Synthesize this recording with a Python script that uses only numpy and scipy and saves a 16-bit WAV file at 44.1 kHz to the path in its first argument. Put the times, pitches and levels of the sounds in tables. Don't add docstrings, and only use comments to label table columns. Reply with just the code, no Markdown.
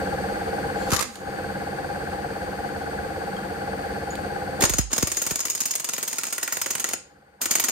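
import sys
import numpy as np
from scipy import signal
from scipy.fft import rfft, irfft, next_fast_len
from scipy.io import wavfile
from scipy.ndimage import uniform_filter1d

SR = 44100
rng = np.random.default_rng(int(sys.argv[2]) if len(sys.argv) > 2 else 0)


def wav_record(signal):
    frames = np.transpose(np.atleast_2d(signal))
    bounded = np.clip(frames, -1, 1)
    quanta = np.round(bounded * 32767).astype(np.int16)
    wavfile.write(sys.argv[1], SR, quanta)


N = 340359
T = np.arange(N) / SR

# t/s, level/dB, then relative to it hub/dB, socket/dB, anvil/dB, settling parts/dB
BLOWS = [(4.608, -20.5, -2.5, -16, 0.5, -8), (4.622, -17, 1, 1.0, -5.5, 2.5),
         (4.6376, -14, -1.5, -1, -9, -12), (4.652, -17, -4, 5, -1.5, -17),
         (4.696, -15, -11.5, -4, -1.0, -3), (4.737, -16.5, -6.5, 1, -7.5, -5),
         (4.784, -13.5, -8, 2.5, -8, -3.5), (4.9315, -16, -10, 2, -4, -15), (4.9804, -17, -7, 4, 0, -12),
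         (5.026, -15, -6.5, 4, 0, -12), (5.0718, -18, -10, -7, -2, -2), (5.1174, -18.5, -13.5, -2, -2, -4),
         (5.1698, -21.5, -9, 2, -3, 2), (5.218, -19, -13.0, 0, 4, -2), (5.266, -16.5, -12.5, -9, -4, -3),
         (5.309, -18, -8.5, -7, -2, -2), (5.358, -17, -12.5, -9, -3.0, -13),
         (5.4045, -18.5, -14, 6, 1, -12), (5.453, -15.5, -13, -2, -3.0, -8), (5.5, -19.0, -23, 3, 5, -7),
         (5.5509, -19, -19, -3, -7.5, -11), (5.605, -18, -19.5, 2, 2, -2.5), (5.656, -18, -23, -2, 2, 0),
         (5.7095, -19, -22, -1, -1, -8), (5.7542, -16, -34, -2.5, -1, -6),
         (5.7989, -23, -15, -5, -1.5, -15), (5.8449, -17.5, -17, -6, 0, -13),
         (5.89, -19.5, -11, -4, -2, -14), (5.9351, -18.0, -15, -3.5, -9, -8),
         (5.9806, -23.5, -7, -11, 0.5, 1), (6.0288, -17, -18.5, -14, -6, -3),
         (6.0778, -21.5, -17.5, -2, 3, 3), (6.13, -21, -13, -5, -3, -9), (6.1839, -19.5, -14, -1, -7, -7),
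         (6.2347, -17.5, -15.5, -11, -6.5, -9), (6.269, -24, -17, -6, -6, -13.5),
         (6.3262, -21, -16, -6, -1, 4), (6.3811, -20.5, -12, -6, -4, -16.5),
         (6.4297, -16.5, -14.5, -5.5, -2, -2), (6.4769, -22, -9, -5, -3, -3.5),
         (6.5231, -19, -15, -2.5, 3, 3), (6.5697, -20, -12, -7, -2.0, -5),
         (6.6158, -19.5, -14, 1.5, 1.5, -8), (6.6611, -21, -9.5, -5, -9, -3.5),
         (6.7061, -18, -17, -0.5, -7, -2), (6.7524, -18.5, -10.5, -9, -12.0, -14),
         (6.7978, -18.5, -16, -11.5, -4.5, 0.5), (6.843, -18.5, -8.5, -6, -14, -16),
         (6.889, -20, -16, -13, -10.5, -6), (6.9347, -18, -10, -5, -13.5, -15.0),
         (7.415, -18.5, -24.5, -7, 2.5, 8), (7.457, -17, -16, -16, -5.0, -8.0),
         (7.51, -13.5, -24, -6, -3, 3.5), (7.554, -13, -18, -6, 3, 0), (7.5983, -13, -18, -11, 4, -9),
         (7.6399, -14, -19, -5, -2.0, 0), (7.685, -16, -14.5, -3, 4, -7)]
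# f/Hz, density/dB
CRACK_SPECTRUM = [(1470, -13), (2500, -9), (4050, -12.5), (5150, -5), (5390, -10), (5650, -12), (6760, 3),
                  (7470, -8.5), (8330, -0.5), (10300, -12), (12600, -5), (14000, -17), (16000, -15.5)]
HUB_SPECTRUM = [(60, -33.5), (251, 3), (557, 1.5), (639, -1), (1220, -1.5), (1370, -3), (3500, -11.5),
                (4550, -9), (7700, -120)]
# f/Hz, level/dB, T60/s
STEEL_MODES = [(5232, -6.5, 0.046), (6250, -4, 0.034), (6600, -5, 0.018), (6715, -0.5, 0.05),
               (6890, -2.5, 0.017), (8300, -9, .012), (13130, -9.5, .04), (13640, 0, .04),
               (13800, -5.5, .03)]
DRUM_MODES = [(1414, 20, 0.034), (1900, 17.5, 0.034), (2244, 6.5, 0.05)]
# t/s, gain/dB
CLANK_GAIN = [(4.62, -17.5), (4.7, -16.5), (5.8, -10.5), (6.5, -3), (7.0, -11), (7.4, -0.5), (7.7, -5)]

def wrench(crack_db=-2, socket_db=-3, anvil_db=-9, drum_db=9, muffle_hz=9000, knock_lag_samples=70):
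    s, db, hub_rel, socket_rel, anvil_rel, settling_db = np.transpose(BLOWS)
    pan_db = 0.4 - 0.5 * rng.standard_normal(len(s))
    levels_db = db + np.array([0 * db, hub_rel, socket_rel, anvil_rel])
    (steel, hub, socket, anvil), sides = impacts(s, levels_db, pan_db, settling_db)
    air_high, air_low = air_motor()
    crack_noise, hub_noise, ring_noise = rng.standard_normal((3, 2, N))
    exhaust = signal.sosfilt(signal.butter(1, muffle_hz, fs=SR, output="sos"), crack_noise * air_high)
    crack = colour(crack_noise * gain_of(crack_db) * steel + exhaust, CRACK_SPECTRUM)
    knock = colour(hub_noise * (np.roll(hub, knock_lag_samples) + gain_of(-6) * air_low), HUB_SPECTRUM)
    bell = ring(ring_noise * (gain_of(socket_db) * socket + gain_of(-4) * air_high), STEEL_MODES[:6])
    bell += ring(ring_noise * (gain_of(anvil_db) * anvil + gain_of(-14) * air_high), STEEL_MODES[6:])
    bell += ring(ring_noise[::-1] * gain_of(drum_db + contour(CLANK_GAIN)) * hub, DRUM_MODES)
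    return stereo(crack + knock + bell + cam(), NEAR_SIDE, NEAR_COHERENCE) * sides


def impacts(times, levels_db, pans_db, settling_db, rise_s=0.0016, fall_s=0.0025, bounce_s=.0045):
    t = np.arange(2200) / SR
    force, pan_db = np.zeros((len(levels_db), N)), np.zeros(N)
    chance = rng.standard_normal((len(times), 2))
    for s, db, pan, loose, (lag, vigour) in zip(times, levels_db.T, pans_db, gain_of(settling_db), chance):
        since_bounce = t - bounce_s * (1 + 0.22 * lag)
        bounce = gain_of(-5.5 + 2 * vigour) * np.exp(-abs(since_bounce) / fall_s) * (since_bounce > 0)
        settling = loose * np.exp(-t / (0.0046 * (1 + loose)))
        strike = (1 - np.exp(-t / rise_s)) * (np.exp(-t / fall_s) + settling)
        tick = gain_of(-6 + 2 * vigour) * np.exp(-abs(t - .001) / 0.00065)
        add(force, s - .001, gain_of(db)[:, None] * (strike + bounce + tick) / (1 + loose))
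        pan_db[round(s * SR) - 100:] = pan
    pan_db = uniform_filter1d(pan_db, 100)
    return force, gain_of([pan_db / 2, -pan_db / 2])


def hub_plate(sweep_hz=2300, end_hz=1380, glide_s=0.00131, fall_s=0.0028, spread=0.147, plate_db=13.5):
    out, t = np.zeros((2, N)), np.arange(900) / SR
    for (s, db, hub_rel, *_), (pitch, side) in zip(BLOWS, rng.standard_normal((len(BLOWS), 2))):
        hz = end_hz * (1 + spread / 4 * side) + sweep_hz * np.exp(2 * spread * pitch - t / glide_s)
        chirp = np.sin(2 * np.pi * np.cumsum(hz) / SR) * np.exp(-t / fall_s)
        gain = gain_of(db + hub_rel + plate_db + contour(CLANK_GAIN, s))
        add(out, s + 0.00054, gain * chirp * panned(1.6 * side))
    return out


# start/s, end/s, steady air level/dB, opening surge/dB
TRIGGER_PULLS = [(4.598, 4.82, -53.5, 22), (4.899, 6.953, -46.5, 4.5), (7.405, 7.73, -41.5, -10)]

def air_motor(surge_s=0.052, rattle_db=3.5, swell_db=0.5, clacks_per_s=70, clack_s=0.0019):
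    high, low = np.zeros((2, 1, N))
    for start, end, db, surge_db in TRIGGER_PULLS:
        t = np.arange(0, end - start, 1 / SR)
        surge = np.exp(-t / surge_s)
        flow = gain_of(db + surge_db * surge)[None] * signal.windows.tukey(len(t), 0.031 / (end - start))
        add(high, start, flow)
        add(low, start, flow * gain_of(-2 + 13 * surge))
    rattle = gain_of(rattle_db * drift(90) + swell_db * drift(4000))
    age = np.arange(0, 8 * clack_s, 1 / SR) / clack_s
    clacks = (rng.random(N) < clacks_per_s / SR) * rng.exponential(1, N)
    rattle *= 1 + gain_of(1) * signal.oaconvolve(clacks, age * np.exp(1 - age))[:N]
    return high * rattle, low * rattle


# f/Hz, density/dB
CATCH_SPECTRUM = [(1100, -18.5), (2000, 1), (3600, -6.5), (5200, 2), (6500, -14.5), (11500, -9)]
STRAIN_SPECTRUM = [(350, -30), (600, 0), (1100, -1), (1700, -30)]

def cam(delay_s=0.0284, scatter_s=0.00096, catch_db=-21, click_s=0.0016, strain_db=-25, strain_s=0.0093):
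    force, t = np.zeros((2, N)), np.arange(1300) / SR
    click = t / click_s * np.exp(1 - t / click_s)
    build_up = np.exp((t - t[-1]) / strain_s)
    for (s, db, *_), (late, size) in zip(BLOWS[4:], rng.standard_normal((len(BLOWS), 2))):
        add(force[:1], s + delay_s + scatter_s * late, gain_of(db + catch_db + 4 * size) * click[None])
        add(force[1:], s - t[-1], gain_of(db + strain_db) * build_up[None])
    running = sum((T > start) * (T < end) for start, end, *_ in TRIGGER_PULLS)
    catch, strain = rng.standard_normal((2, 2, N)) * (force * running)[:, None]
    return colour(catch, CATCH_SPECTRUM) + colour(strain, STRAIN_SPECTRUM)


# t/s, level/dB, T60/s, left minus right/dB
THUMPS = [(0.925, -12, 0.092, 3), (4.634, -12.5, 0.048, 6), (4.702, -28, 0.61, -28),
          (4.745, -29.5, 0.39, -26), (4.791, -13.5, 0.36, -8.5), (4.986, -26, 0.043, 11),
          (5.032, -12, 0.05, 4), (5.267, -31, 0.091, 2), (5.315, -24.5, 0.052, 28)]

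def thumps(sweep_hz=1100, end_hz=54, glide_s=0.00458, apart_turns=.11, rumble_db=-27, rumble_t60=0.62):
    out, rumble, t = np.zeros((2, N)), np.zeros((1, N)), np.arange(SR // 4) / SR
    turns = np.cumsum(end_hz + sweep_hz * np.exp(-t / glide_s)) / SR
    offset = np.outer([-apart_turns, apart_turns], 1 - np.exp(-(t / 0.0068) ** 2))
    wave = np.sin(2 * np.pi * (turns + offset)) * (1 - np.exp(-(t / 0.009) ** 2))
    head = gain_of(3) * np.exp(-(t / 0.013) ** 2)
    for s, db, t60, pan_db in THUMPS:
        boom = gain_of(-8 - 60 * t / t60) * panned(pan_db)
        add(out, s - .006, gain_of(db) * wave * (head + boom))
        add(rumble, s, gain_of(db + rumble_db - 60 * T[None, :SR // 2] / rumble_t60))
    band = signal.butter(2, [35, 110], "band", fs=SR, output="sos")
    return out + rumble * unit_rms(signal.sosfilt(band, rng.standard_normal((2, N))))


# t/s, level/dB
CAGE_KNOCKS = [(0.9052, -18.5), (0.9181, -13), (0.924, -21), (0.9342, -12), (0.943, -17.5), (0.95, -20),
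               (0.9643, -17), (0.993, -15), (1.004, -27), (1.01, -17.5), (1.0257, -17)]
# t/s, level/dB
BLIP_LEVEL = [(.74, -61.5), (.8, -50.5), (.86, -52), (.9, -43), (.93, -61.5), (1.04, -46.5), (1.1, -53.5),
              (1.16, -51), (1.22, -57.5)]
# f/Hz, density/dB
BLIP_SPECTRUM = [(100, -19), (206, -3), (260, -13), (524, -6), (595, -20), (648, -7), (691, -28.5),
                 (1280, 1.5), (2800, -10), (7140, -8.5), (12700, -12.5), (16000, -24)]
# f/Hz, level/dB, T60/s
CAGE_MODES = [(1163, -5.5, 0.012), (1290, 0, 0.012), (5080, -8, 0.008), (7160, 1.5, 0.012)]

def blip(rattle_db=-3.5, cage_db=-7, settling_db=-8, scatter_db=9):
    s, db = np.transpose(CAGE_KNOCKS)
    pan_db = scatter_db * rng.standard_normal(len(s))
    force, sides = impacts(s, db[None], pan_db, np.full(len(s), settling_db))
    scrape_and_puff = gain_of(contour(BLIP_LEVEL, left=-200, right=-200))
    drive = rng.standard_normal((2, N)) * (gain_of(rattle_db) * force + scrape_and_puff)
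    cage = gain_of(cage_db) * ring(drive, CAGE_MODES)
    return stereo(colour(drive, BLIP_SPECTRUM) + cage, NEAR_SIDE, NEAR_COHERENCE) * sides


# t/s, length/s, first f/Hz, last f/Hz, level/dB
MOTOR_GLIDES = [(0.916, 0.033, 1127, 1455, -26), (0.979, 0.038, 1087, 1310, -27),
                (1.028, 0.11, 276.5, 211, -43)]

def motor_whine(octave_db=-13, waver=0.038):
    out = np.zeros((2, N))
    for start, length, from_hz, to_hz, db in MOTOR_GLIDES:
        t = np.arange(0, length, 1 / SR)
        hz = (from_hz + (to_hz - from_hz) * t / length) * (1 + waver * drift(120, len(t)))
        phase = 2 * np.pi * np.cumsum(hz) / SR
        tone = np.sin(phase) + gain_of(octave_db) * np.sin(2 * phase)
        add(out, start, gain_of(db) * tone[None] * signal.windows.tukey(len(t), .5))
    return out


# t/s, level/dB, then relative to it high ring/dB, low ring/dB
SOCKET_TAPS = [(1.156, -34, -40, -25), (3.365, -49, -4, 18), (4.104, -50, 15, -10), (4.154, -32, -30, -10)]
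# f/Hz, density/dB
TAP_SPECTRUM = [(1200, -10), (3100, 0), (4600, -1), (5600, -9), (6800, -3), (8300, 0), (10000, -9),
                (16000, -13)]
# t/s, level/dB
SCRAPE_LEVEL = [(.75, -72), (.77, -50), (.84, -46.5), (.89, -62), (.91, -70)]
# f/Hz, level/dB, T60/s
HIGH_MODES = [(6830, 0, 0.059)]
LOW_MODES = [(1200, 0, .03), (3200, -3, .045)]
SCRAPE_MODES = [(3350, -7, .012), (4300, 0, .012), (7200, -4, .015)]
# t/s, f/Hz, level/dB, T60/s, length/s
AFTER_RING = (1.03, 6620, -57.5, 2.5, .46)

def free_socket():
    force, t = np.zeros((3, N)), np.arange(400) / SR
    for s, db, high_db, low_db in SOCKET_TAPS:
        add(force, s, gain_of([[db], [db + high_db], [db + low_db]]) * np.exp(-t / 0.0035))
    click, high, low = force[:, None] * rng.standard_normal((3, 2, N))
    taps = colour(click, TAP_SPECTRUM) + ring(high, HIGH_MODES) + ring(low, LOW_MODES)
    scrape = gain_of(contour(SCRAPE_LEVEL, left=-200, right=-200)) * rng.standard_normal(N)
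    start, hz, db, t60, length = AFTER_RING
    gate = np.clip(np.minimum(T - start, start + length - T) / .05, 0, 1)
    tone = gain_of(db - 60 * (T - start) / t60) * np.sin(2 * np.pi * hz * T) * gate
    return taps + ring(scrape[None], SCRAPE_MODES) + tone


CRANK_HZ = 17.48
# f/Hz, width/Hz, level/dB
HOUSING_RESONANCES = [(80, 51, -7.5), (146.2, 14.7, -2), (197.9, 33.6, -3), (282.2, 18, -6.5),
                      (321, 36, -8.5), (373.5, 33, -8.5), (455, 27.6, -1.5), (511, 43, -3),
                      (560, 147, -11.5), (714.5, 42, -7), (803.7, 51.4, -3)]

def housing(order_count=48, bass_edge_hz=30):
    orders = np.arange(1, order_count + 1)
    hz = orders * CRANK_HZ
    power = sum((gain_of(db) * peak(hz, centre, width)) ** 2 for centre, width, db in HOUSING_RESONANCES)
    return orders, 10 * np.log10(power / (1 + (bass_edge_hz / hz) ** 8))


# f/Hz, density/dB
VALVE_SPECTRUM = [(700, -24), (850, -9.5), (1020, -12.5), (1340, -12), (1460, -5.5), (1720, -9),
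                  (1850, -13.5), (2730, -22.5), (3990, -28), (4570, -22), (5560, -32), (6900, -28.5),
                  (7300, -39), (8240, -25.5), (10300, -39.5), (11000, -34.5), (14000, -31.5), (16000, -50)]
# f/Hz, width/Hz, boost/dB
REED_RESONANCES = [(1620, 260, 5), (4490, 420, 8), (8270, 200, 8), (10940, 200, 9.5)]

def piston(crank, low_orders, low_db, order_db=-43.5, clatter_db=-48, vary_db=.9, steps=16384):
    orders = np.arange(1, 700)
    hz = orders * CRANK_HZ
    size = gain_of(spectrum_at(VALVE_SPECTRUM, hz)) * rng.rayleigh(1, (2, len(hz)))
    size *= orders > low_orders[-1]
    size *= gain_of(clatter_db) / np.linalg.norm(size[0])
    size *= gain_of(sum(db * peak(hz, centre, width) for centre, width, db in REED_RESONANCES))
    size[:, low_orders - 1] = gain_of(order_db + low_db)
    harmonics = size * np.exp(2j * np.pi * rng.random(size.shape))
    cycles = irfft(np.pad(harmonics, ((0, 0), (1, 0))), steps) * steps / np.sqrt(2)
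    strokes = np.array([np.interp(crank, np.arange(steps) / steps, cycle, period=1) for cycle in cycles])
    return strokes * gain_of(vary_db * drift(1500))


# t/s, gain/dB
COMPRESSOR_GAIN = [(0, 3), (.9, 3), (.97, -2), (1.05, -13.5), (1.14, -15), (1.22, -5), (1.3, 0.5),
                   (4.6, 0.5), (4.67, -13.5), (4.9, -27), (5.4, -41), (7.0, -22.5), (7.4, -26.5),
                   (7.72, -39)]
# low f/Hz, high f/Hz, depth (0-1), phase of maximum/turns
THROB_BANDS = [(40, 120, .25, .45), (400, 950, .36, .4), (1350, 1800, .42, .22)]

def compressor(roar_db=-36, hiss_db=-43, hiss_sink=0.85):
    crank = T * CRANK_HZ % 1
    orders, low_db = housing()
    strokes = piston(crank, orders, low_db)
    roar_noise, hiss_noise = rng.standard_normal((2, 2, N))
    hz = orders * CRANK_HZ
    dip_db = 4 * np.exp(-((hz - 485) / 90) ** 2)
    roar_spectrum = [*zip(hz, low_db - dip_db), (950, -35), (1500, -70)]
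    roar = gain_of(roar_db + 0.4 * np.cos(2 * np.pi * (crank - .42))) * colour(roar_noise, roar_spectrum)
    hiss = gain_of(hiss_db) * colour(hiss_noise, VALVE_SPECTRUM)
    heard_db = contour(COMPRESSOR_GAIN)
    chug = (strokes + roar) * gain_of(heard_db) + hiss * gain_of(hiss_sink * heard_db)
    throb = np.zeros((2, N))
    for low_hz, high_hz, depth, at in THROB_BANDS:
        band = signal.butter(2, [low_hz, high_hz], "band", fs=SR, output="sos")
        throb += depth * np.cos(2 * np.pi * (crank - at)) * signal.sosfiltfilt(band, chug)
    return stereo(chug + throb, FAR_SIDE, FAR_COHERENCE) * panned(0.16)


# f/Hz, T60/s
GARAGE_T60 = [(200, 0.28), (1400, 0.28), (4000, 0.38), (10000, 0.24), (16000, 0.036)]

def garage(x):
    echoes = np.zeros((2, SR // 2))
    at = np.arange(300, SR // 2 - 20, 20) + rng.integers(0, 20, (2, (SR // 2 - 301) // 20))
    np.put_along_axis(echoes, at, rng.choice([-1., 1.], at.shape), 1)
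    hz, t, bands = signal.stft(echoes, SR, nperseg=256)
    decay = gain_of(-60 * t / spectrum_at(GARAGE_T60, hz)[:, None])
    tail = signal.istft(bands * decay, SR, nperseg=256)[1]
    return signal.fftconvolve(x, tail / np.linalg.norm(tail[0]), axes=1)[:, :N]


# f/Hz, side minus mid/dB
NEAR_SIDE = [(99, 9.5), (160, 4), (270, -4.5), (450, -1.5), (740, -2), (1220, -2.5), (2010, -2),
             (3330, -0.5), (5500, -1), (9080, 4), (15000, -16)]
FAR_SIDE = [(60, -27.5), (99, -13.5), (160, -16), (270, -4), (450, -6.5), (740, -2), (1220, -1), (2010, 1),
            (3330, 0.5), (5500, -1), (9080, 4.5), (15000, -20)]
# f/Hz, in-phase part, part a quarter cycle ahead
NEAR_COHERENCE = [(297, -0.16, -0.19), (985, -0.25, 0.97), (1640, -0.35, -1), (2850, -0.1, -1.1),
                  (4400, 0.28, -0.26), (7100, 0.11, -0.43), (7700, -0.88, -1.03), (11000, -0.023, 0.82)]
FAR_COHERENCE = [(300, -0.11, -.2), (1100, 0.5, -0.52), (2000, 0.24, -.5), (4500, 0.48, 0),
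                 (8780, -0.19, 0)]

def stereo(pair, side_db, coherence):
    size = next_fast_len(N)
    hz = np.fft.rfftfreq(size, 1 / SR)
    f, in_phase, ahead = np.transpose(coherence)
    tied = np.interp(hz, f, in_phase + 1j * ahead)
    mid, other = rfft(pair, size)
    side = tied * mid + np.sqrt(np.clip(1 - abs(tied) ** 2, 0, 1)) * other
    side = irfft(side * gain_of(spectrum_at(side_db, hz)), size)[:N]
    return np.array([pair[0] + side, pair[0] - side])


def ring(drive, modes):
    t = np.arange(SR // 8) / SR
    response = sum(gain_of(db - 60 * t / t60) * np.sin(2 * np.pi * hz * t) for hz, db, t60 in modes)
    return signal.oaconvolve(drive, response[None] / np.linalg.norm(response), axes=1)[:, :N]


def colour(x, points):
    size = next_fast_len(x.shape[-1])
    shape = gain_of(spectrum_at(points, np.fft.rfftfreq(size, 1 / SR)))
    return irfft(rfft(x, size) * unit_rms(shape), size)[..., :x.shape[-1]]


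def spectrum_at(points, hz):
    f, value = np.transpose(points)
    return np.interp(np.log(hz + 1), np.log(f + 1), value)


def contour(points, t=T, **ends):
    return np.interp(t, *np.transpose(points), **ends)


def peak(hz, centre, width):
    return 1 / (1 + (2 * (hz - centre) / width) ** 2)


def drift(window, n=N):
    return unit_rms(uniform_filter1d(rng.standard_normal(n), window))


def gain_of(db):
    return 10 ** (np.asarray(db) / 20)


def unit_rms(x):
    return x / np.sqrt(np.mean(x ** 2) + 1e-20)


def panned(pan_db):
    return gain_of([[pan_db / 2], [-pan_db / 2]])


def add(mix, s, sound):
    part = mix[:, round(s * SR):][:, :sound.shape[1]]
    part += sound[:, :part.shape[1]]


def scene():
    tool = blip() + motor_whine() + wrench() + hub_plate() + free_socket()
    near = signal.sosfilt(signal.butter(4, 95, "high", fs=SR, output="sos"), tool)
    return near + gain_of(-10) * garage(near) + thumps() + compressor()


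def record(dry, edge_hz=15900):
    return signal.oaconvolve(dry, signal.firwin(511, edge_hz, window=("kaiser", 9), fs=SR)[None], "same")


dry = scene()
out = record(dry)
wav_record(out)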